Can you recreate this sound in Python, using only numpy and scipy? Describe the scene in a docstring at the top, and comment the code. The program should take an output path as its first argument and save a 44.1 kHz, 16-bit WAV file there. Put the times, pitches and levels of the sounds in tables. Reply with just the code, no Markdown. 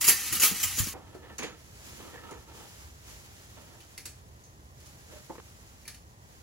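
"""Wire-grid table panels drop on each other on packed dirt and clatter to rest: each impact excites the
grids' bending modes, and the dirt answers with damped thuds. A padded fabric bag is set down, buckling
in dull bumps; another panel is drawn out with stick-slip friction, and its wire legs click as they
unfold. Cloth swishes over a low distant rumble in open air, heard from a few metres by a phone with
two microphones."""
import sys
import numpy as np
from scipy import signal
from scipy.fft import rfft, irfft, next_fast_len
from scipy.io import wavfile
from scipy.ndimage import map_coordinates

SR = 44100
rng = np.random.default_rng(int(sys.argv[2]) if len(sys.argv) > 2 else 0)


def generate_wav(sig):
    """Save sig (samples, or channels by samples) to the path in sys.argv[1] as 16-bit PCM at SR."""
    pcm = np.round(np.clip(np.atleast_2d(sig).T, -1, 1) * 32767).astype(np.int16)
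    wavfile.write(sys.argv[1], SR, pcm)


N = 283342
T = np.arange(N) / SR
TOP_HZ = 15800  # upper limit of the phone's band
LEAD_S = 0.05  # bounces may begin this long before a hard contact
LANDED_S, SETTLED_S = 0.012, 0.935  # the falling panels first touch; they lie flat

# panel-on-panel impacts: (time [s], relative level [dB], build-up [s], rattle decay [s], wire pitch [Hz])
PANEL_IMPACTS = [(0.011, -7, 0.0025, 0.019, 7450), (0.043, -5.5, 0.0017, 0.01, 2750),
                 (0.068, -3.5, 0.00058, 0.01, 7000), (0.078, -3, 0.0017, 0.0046, 11000),
                 (0.0847, 2, 0.00039, 0.0021, 7300), (0.089, 0.5, 0.0008, 0.0035, 10900),
                 (0.116, -7.5, 0.0011, 0.015, 4800), (0.3247, -8, 0.0007, 0.0068, 1770),
                 (0.353, -10, 0.0097, 0.0075, 1100), (0.398, -5, 0.0012, 0.018, 6370),
                 (0.4211, -0.5, 0.008, 0.028, 2850), (0.434, 2.5, 0.0049, 0.028, 1260),
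                 (0.630, -5, 0.00059, 0.0055, 7380), (0.7597, -21, 0.00072, 0.013, 6900),
                 (0.787, -6, 0.012, 0.016, 7100), (0.869, -16.5, 0.0028, 0.017, 5100)]
# strongest modes of the falling grids: (frequency [Hz], relative level [dB], t60 [s])
FALLING_MODES = [(462, -15.5, 0.31), (797, -14, 0.4), (1100, -8, 0.24), (1248, -9.5, 0.43),
                 (1364, -3.5, 0.16), (1800, -4, 0.32), (2100, -5.5, 0.23), (2330, -10.5, 0.24),
                 (2600, -2, 0.3), (2834, -5.5, 0.3), (3600, -4, 0.2), (4460, -5, 0.3), (4786, -0.5, 0.22),
                 (6355, -3, 0.18), (6860, -4, .2), (7300, 4, 0.1), (11000, 7, 0.14), (11500, 0, 0.1),
                 (15420, 5.5, 0.15)]
# spectral envelope of the falling grids: (frequency [Hz], relative level [dB])
FALLING_SPECTRUM = [(150, -9.5), (400, -14), (700, -16), (1300, -8.5), (1900, -2.5), (2300, -2), (2800, -2),
                    (3500, -5.5), (5500, -2.5), (7200, 0.5), (8500, 0.5), (11000, 1.5), (13200, 0),
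                    (15200, -1)]
def falling_panels():
    """Impact excitation: panels strike, bounce and chatter on each other until the dirt damps them."""
    force = 0
    for s, db, build, decay, hz in PANEL_IMPACTS:
        impact = emphasise(blow(build, decay, rattle_db=5.5), hz, relative_width=0.084, lift_db=1.5)
        force = force + undb(db) * place(impact, s - LEAD_S)
    force = undb(11) * force
    panels = grid_responses(FALLING_SPECTRUM, FALLING_MODES, t60=0.15, modes_db=-25, cluster_db=3,
                            crack_db=-10, crack_s=0.0023, crack_tilt=0.29)
    ring = strike(force + chatter(force), panels, hop_rate=90)
    return ring * np.exp(-np.maximum(T - SETTLED_S, 0) / 0.0048)


def blow(build_s, decay_s, rattle_db):
    """Contact force: one hard impulse inside a burst of wire-on-wire rebounds; energy 1."""
    age = T[:SR // 4] - LEAD_S
    swell = np.exp(-np.maximum(age / decay_s, -age / build_s))
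    bounces = swell * rng.standard_normal(len(age)) * (rng.random(len(age)) < 0.06)
    force = undb(rattle_db) * bounces / np.sqrt(np.sum(bounces ** 2) + 1e-12)
    force[np.searchsorted(age, 0)] += 1
    return force / np.linalg.norm(force)


def chatter(force, steady_db=-31.5, stir_db=-28, stir_s=0.063, settling_s=0.11, edge_hz=9900):
    """Contact rattle: loose wires tick on each other, harder after every blow, until they lie flat."""
    retention = np.exp(-1 / (stir_s * SR))
    stirred_power = signal.lfilter([1 - retention], [1, -retention], force ** 2)
    strength = np.sqrt(undb(steady_db) ** 2 + undb(stir_db) ** 2 * stirred_power)
    loose = (T > LANDED_S) * (T < SETTLED_S) * np.clip((SETTLED_S - T) / settling_s, undb(-11), 1)
    ticks = contacts(rate=700, scatter_db=2.5) * loose * strength
    return shape(ticks, lambda hz: 1 / np.sqrt(1 + (hz / edge_hz) ** 4))  # duller than a blow


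def grid_responses(spectrum, modes, t60, modes_db, cluster_db, crack_db, crack_s, crack_tilt,
                   count=1100, points=8):
    """Modal superposition: each point of a welded grid gives its own mix of damped modes and a crack."""
    t = T[:SR // 3]
    hz = 200 + (TOP_HZ - 200) * (np.arange(count) + rng.random(count)) / count
    clusters = np.repeat(rng.standard_normal(count), 5)[:count]  # like wires ring at nearly one pitch
    gain = undb(at(spectrum, hz) + cluster_db * np.minimum(clusters, 1))
    life = t60 * np.exp(0.2 * rng.standard_normal(count))
    # no two wires are quite alike, so the strong modes come as beating pairs
    strong_hz, strong_db, strong_life = np.repeat(modes, 2, axis=0).T
    strong_hz = strong_hz * (1 + 0.003 * np.tile([-1, 1], len(modes)))
    hz, life = np.r_[hz, strong_hz], np.r_[life, strong_life]
    gain = np.r_[gain / np.linalg.norm(gain), undb(strong_db + modes_db) / np.sqrt(2)]
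    times_t = lambda rates: np.outer(np.float32(rates), np.float32(t))
    damped_sines = np.sin(times_t(2 * np.pi * hz)) * np.exp(times_t(-np.log(1000) / life))
    responses = []
    for _ in range(points):
        weights = gain * rng.choice([-1, 1], (2, len(hz))) * rng.uniform(0.1, 1.9, (2, len(hz)))
        ring = unit(np.float32(weights) @ damped_sines)
        bright = shape(rng.standard_normal((2, len(t))), lambda f: (f + 1) ** crack_tilt)
        crack = unit(colour(bright, spectrum) * np.exp(-t / crack_s))
        responses.append(unit(ring + undb(crack_db) * crack) / np.sqrt(len(t)))
    return responses


def strike(force, responses, hop_rate):
    """Convolution of force and impulse response; the contact hops between wires, changing the timbre."""
    hop = (T[:len(force)] * hop_rate).astype(int)
    point = rng.integers(0, len(responses), len(force))[hop]
    return sum(signal.oaconvolve((force * (point == k))[None], response, axes=1)
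               for k, response in enumerate(responses))[:, :N]


# knocks of legs and edges: (time [s], relative level [dB], rattle decay [s], wire pitch [Hz], lift [dB])
LEG_CLICKS = [(1.144, -36.5, 0.012, 1300, 23), (1.382, -20.5, 0.0017, 6570, 14),
              (1.4318, -26, 0.0003, 6760, 17), (2.309, -35, 0.00058, 6840, 13),
              (3.804, -36, 0.005, 3100, 15), (3.9774, -24, 0.00042, 2040, 3),
              (4.055, -21.5, 0.0034, 7900, 3), (4.438, -38.5, 0.024, 6400, 13),
              (4.803, -44, 0.00061, 6900, -2), (4.859, -36.5, 0.0084, 6540, 0),
              (5.853, -35, 0.0065, 2330, 15), (5.878, -23, 0.0012, 1880, 4),
              (5.944, -33.5, 0.0024, 2950, -2)]
# strongest modes of the held panel: (frequency [Hz], relative level [dB], t60 [s])
HELD_PANEL_MODES = [(1863, 5, 0.063), (2040, 6.5, 0.052), (2690, 4, 0.07), (4420, 7, 0.14), (5470, 2, 0.09),
                    (10750, 10, 0.06)]
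# spectral envelope of the held panel: (frequency [Hz], relative level [dB])
HELD_SPECTRUM = [(200, 4), (900, -3), (1300, -1), (1900, 4), (2650, 4), (3250, -1.5), (4450, 6), (5200, 4),
                 (6700, 2), (9000, 0), (10300, 5), (12000, -0.5), (13300, -9), (15200, -4)]
def held_panel():
    """Damped free vibration: legs snap against a hand-held frame, the bounces scattered over its wires."""
    panel = grid_responses(HELD_SPECTRUM, HELD_PANEL_MODES, t60=0.24, modes_db=-16, cluster_db=4,
                           crack_db=-3, crack_s=0.006, crack_tilt=0.45)
    out = 0
    for s, db, decay, hz, lift_db in LEG_CLICKS:
        snap = strike(blow(0.0001, decay, rattle_db=4), panel, hop_rate=SR)
        snap = emphasise(snap, hz, relative_width=0.069, lift_db=lift_db)
        out = out + undb(db) * place(snap, s - LEAD_S)
    return undb(11) * out


# soft landings on the ground: (time [s], level [dB], pitch [Hz], decay [s])
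GROUND_THUDS = [(0.081, -37, 410, 0.025), (0.318, -42, 111.2, 0.065), (0.326, -45, 329, 0.02),
                (0.351, -38.5, 166, 0.016), (0.433, -41, 336, 0.014), (0.513, -35.5, 181, 0.02),
                (0.625, -46, 89.8, 0.13), (0.78, -40, 216.5, 0.018), (0.801, -29, 97.6, 0.026),
                (0.803, -43, 55.4, 0.054), (0.869, -41, 224, 0.014), (1.148, -43, 373, 0.03)]
def ground_thuds():
    """Heavily damped oscillation: the dirt takes the weight in a few low, gritty cycles."""
    out, t = 0, T[:SR // 2]
    for s, db, hz, decay in GROUND_THUDS:
        noise = rng.standard_normal((2, len(t)))
        grit = unit(shape(noise, lambda f: 1 / (1 + (f / hz - hz / (f + 1)) ** 2)))
        phase = 2 * np.pi * hz * t
        body = np.array([np.sin(phase), np.cos(phase)]) + undb(-1) * grit
        envelope = np.exp(-t / decay) * (1 - np.exp(-t / 0.0012))
        out = out + place(body * undb(db) * envelope, s)
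    return out


# bumps of bag and hands: (time [s], level [dB], decay [s], upper edge [Hz], pitch [Hz])
BAG_BUMPS = [(0.937, -42.5, 0.052, 1310, 770), (1.387, -36, 0.035, 2330, 228),
             (1.422, -34.5, 0.046, 2450, 202), (1.44, -32, 0.011, 2400, 480),
             (2.311, -42.5, 0.04, 1430, 403), (4.057, -49, 0.013, 1500, 400),
             (5.295, -39.5, 0.02, 905, 530), (5.298, -39, 0.025, 970, 920),
             (5.353, -41.5, 0.0065, 1540, 940), (5.38, -40, 0.0097, 1560, 510),
             (5.399, -28.5, 0.0018, 1800, 930)]
# spectral envelope of a crumple: (frequency [Hz], relative level [dB])
CRUMPLE_SPECTRUM = [(60, -13), (180, -1), (380, 1), (650, -5.5), (950, -2), (1500, -2.5), (2300, 4.5),
                    (5000, 9)]
def bag_bumps():
    """Buckling: stiff padded fabric gives way in short dull crumples, each with its own hollow pitch."""
    out, t = 0, T[:SR // 2]
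    for s, db, decay, edge_hz, pitch_hz in BAG_BUMPS:
        noise = rng.standard_normal((2, len(t))) * undb(2 * rng.standard_normal(len(t)))
        dull = shape(noise, lambda hz: undb(at(CRUMPLE_SPECTRUM, hz)) / np.sqrt(1 + (hz / edge_hz) ** 6))
        crumple = emphasise(hollow(dull), pitch_hz, relative_width=0.12, lift_db=5.5)
        envelope = np.exp(-t / decay) * (1 - np.exp(-t / 0.0019))
        out = out + place(crumple * undb(db) * envelope, s)
    return out


# hollow resonances of bumps and rubbing: (frequency [Hz], bandwidth [Hz], gain [dB])
HOLLOW_RESONANCES = [(332, 21, 7.5), (487, 39, 7), (825, 490, 0), (1250, 220, -11), (1730, 390, -8.5)]
def hollow(x):
    """Parallel resonators add a hollow colour to a dull sound; rms 1."""
    peaks = lambda f: sum(undb(db) / (1 + 2j * (f - hz) / width) for hz, width, db in HOLLOW_RESONANCES)
    return unit(shape(x, lambda f: 1 + peaks(f)))


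# pulls of wire over fabric: (time [s], duration [s], level [dB], wire pitch [Hz], lift [dB])
WIRE_PULLS = [(0.924, 0.26, -59, 1710, -3), (1.234, 0.027, -53, 1930, 7), (1.3, 0.023, -52.5, 1810, 8),
              (1.493, 0.051, -56, 510, 1), (1.923, 0.028, -57, 200, 17), (2.003, 0.04, -51, 446, -2),
              (2.065, 0.026, -54.5, 1200, 17), (2.129, 0.034, -50, 1830, 14.5),
              (2.178, 0.022, -54, 1730, 14.5), (2.238, 0.036, -49.5, 1270, 9), (2.302, 0.092, -56, 880, 7),
              (2.491, 0.17, -54.5, 840, 4), (3.575, 0.033, -55.5, 600, 10), (3.68, 0.13, -62, 750, 0),
              (5.106, 0.061, -55, 605, 16)]
# notes of the dragged wires: (frequency [Hz], width [Hz], relative level [dB])
WIRE_NOTES = [(921, 55, 2.5), (1310, 110, -1), (1765, 34, 3)]
# spectral envelope of rubbed fabric: (frequency [Hz], relative level [dB])
RUB_SPECTRUM = [(80, -7.5), (200, 0.5), (420, 0), (700, -4.5), (1250, -4), (2000, -8), (3200, -4.5),
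                (6000, -23)]
def wire_rubbing():
    """Stick-slip friction: wire drags over woven fabric; in each pull another wire sings through."""
    slip = slips(rate=2500, scatter_db=2)
    notes = lambda f: sum(undb(db) / (1 + 2j * (f - hz) / width) ** 2 for hz, width, db in WIRE_NOTES)
    singing = unit(shape(slip, notes))
    rub = hollow(colour(slip, RUB_SPECTRUM)) + undb(-10.5) * singing
    out = 0
    for s, length, db, hz, lift_db in WIRE_PULLS:
        effort = strokes([(s, length, db)], attack_s=0.01, release_s=0.046)
        out = out + emphasise(rub * effort, hz, relative_width=0.05, lift_db=lift_db)
    return waver(out, depth_s=0.00028, rate=45) * undb(1.6 * walk(rate=60))


def waver(pair, depth_s, rate):
    """Frequency modulation: a wandering delay bends the pitch, as changing sliding speed does."""
    moment = T + depth_s * walk(rate)
    return np.array([map_coordinates(x, [moment * SR]) for x in pair])


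# slides of cloth: (time [s], duration [s], level [dB])
CLOTH_SLIDES = [(1.6, 0.14, -61.5), (1.76, 0.054, -58), (1.86, 0.11, -51.5), (2.06, 0.39, -63),
                (2.56, 0.25, -54.5), (3.08, 0.04, -53.5), (3.26, 0.19, -59.5), (3.5, 0.42, -61.5),
                (4.805, 0.32, -60), (5.12, 0.071, -57.5), (5.29, 0.44, -61), (6.3, 0.14, -62.5)]
# spectral envelope of the cloth's hiss: (frequency [Hz], relative level [dB])
HISS_SPECTRUM = [(600, -3.5), (2000, 3), (3500, -3), (5000, -0.5), (7000, 1.5), (9000, -8), (11000, -1.5),
                 (13000, -7.5), (14500, -7.5)]
def cloth_swishes():
    """Friction noise: dense tiny slips of cloth merge into a fine hiss over a soft, dull rustle."""
    hiss = colour(slips(rate=12000, scatter_db=2.5), HISS_SPECTRUM)
    rustle = undb(-6.5) * colour(slips(rate=1200, scatter_db=1), RUB_SPECTRUM)
    slides = strokes(CLOTH_SLIDES, attack_s=0.049, release_s=0.18)
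    motion = np.hypot(slides, undb(-64))  # clothes never lie quite still
    return (hiss + rustle) * motion * undb(0.8 * walk(rate=39))


# spectral envelope of the distant rumble: (frequency [Hz], relative level [dB])
RUMBLE_SPECTRUM = [(12, -68), (22, -33), (40, -9), (70, 4), (120, -2), (172, -9), (260, -14.5),
                   (447, -16.5), (555, -18), (1050, -17.5), (1500, -28.5), (1950, -23.5), (3300, -120)]
def distant_rumble():
    """Ambient noise: a far, low rumble under slight random amplitude modulation."""
    return colour(rng.standard_normal((2, N)), RUMBLE_SPECTRUM) * undb(-53.5 + 0.64 * walk(rate=8))


# right microphone against the left: (frequency [Hz], phase lag [rad])
PORT_PHASE = [(7300, 0), (7900, -2.3), (9300, -3.2), (10400, -6.2), (11700, -6.3), (13300, -9.4),
              (14700, -12.5)]
# scattered share of the sound: (frequency [Hz], relative level [dB])
SCATTERED_SHARE = [(100, 0), (300, -4), (700, -10), (1400, -18), (3000, -12), (6000, -5), (9000, -7),
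                   (11000, -13), (15000, -14)]
def microphones(pair, lag_s, pan_db, spread_db):
    """Partial coherence: two ports share the direct sound but differ in scattered sound and in phase."""
    direct = pair[0]
    scattered = shape(pair[1], lambda hz: undb(np.minimum(at(SCATTERED_SHARE, hz) + spread_db, 0)))
    # sound from the right reaches that port first, by one cycle at most
    lead = lambda hz: 2 * np.pi * np.minimum(hz * lag_s, 1) - at(PORT_PHASE, hz)
    right = shape(direct - scattered, lambda hz: np.exp(1j * lead(hz)))
    return np.array([(direct + scattered) * undb(pan_db / 2), right * undb(-pan_db / 2)])


def strokes(table, attack_s, release_s):
    """Power summation of hand movements: each gain swells, holds for its length and dies away."""
    fade = lambda s, length: np.maximum(s - T, 0) / attack_s + np.maximum(T - s - length, 0) / release_s
    return np.sqrt(sum((undb(db) * np.exp(-fade(s, length))) ** 2 for s, length, db in table))


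def contacts(rate, scatter_db):
    """Shot noise: randomly timed tiny impacts of uneven size; rms 1."""
    impulses = (rng.random(N) < rate / SR) * rng.choice([-1, 1], N)
    return unit(impulses * undb(scatter_db * rng.standard_normal(N)))


def slips(rate, scatter_db):
    """Two uncorrelated streams of tiny slips."""
    return np.array([contacts(rate, scatter_db) for _ in range(2)])


def emphasise(x, hz, relative_width, lift_db):
    """Resonance: lift one band of a sound, conserving its total energy."""
    y = shape(x, lambda f: 1 + undb(lift_db) / (1 + 2j * (f - hz) / (relative_width * hz)))
    return y * np.linalg.norm(x) / np.linalg.norm(y)


def colour(x, table):
    """Filter by a tabulated spectral envelope; rms 1."""
    return unit(shape(x, lambda hz: undb(at(table, hz))))


def shape(x, response):
    """Linear filtering: multiply the spectrum by a frequency response."""
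    size = next_fast_len(x.shape[-1] + 4096)
    hz = np.arange(size // 2 + 1) * SR / size
    return irfft(rfft(x, size) * response(hz), size)[..., :x.shape[-1]]


def at(table, hz):
    """Interpolate a (frequency [Hz], value) table on a log-frequency axis."""
    f, value = np.transpose(table)
    return np.interp(np.log(hz + 1), np.log(f), value)


def walk(rate):
    """Smooth random wandering with a spread near 1."""
    knots = rng.standard_normal(int(N / SR * rate) + 2)
    return np.interp(T * rate, np.arange(len(knots)), knots)


def place(x, s):
    """Put a short sound on the timeline at time s."""
    return np.pad(x, [(0, 0)] * (x.ndim - 1) + [(SR + int(s * SR), N)])[..., SR:SR + N]


def undb(db):
    """Decibels to amplitude ratio."""
    return 10 ** (np.asarray(db) / 20)


def unit(x):
    """Scale to rms 1."""
    return x / np.sqrt(np.mean(x ** 2))


def scene():
    """Superposition: the panels sound from straight ahead; bag and cloth are to the right."""
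    return (microphones(falling_panels() + ground_thuds(), lag_s=0, pan_db=0, spread_db=0.5)
            + microphones(held_panel(), lag_s=0, pan_db=-0.5, spread_db=5)
            + microphones(bag_bumps() + wire_rubbing(), lag_s=0.00011, pan_db=-2.5, spread_db=3.5)
            + microphones(cloth_swishes(), lag_s=0.00018, pan_db=-1, spread_db=9)
            + microphones(distant_rumble(), lag_s=0.00036, pan_db=-0.6, spread_db=-13))


def record(dry):
    """Band limiting: the phone's steep low-pass filter cuts the top."""
    return signal.sosfilt(signal.ellip(10, 0.2, 70, TOP_HZ, fs=SR, output="sos"), dry)


dry = scene()
out = record(dry)
generate_wav(out)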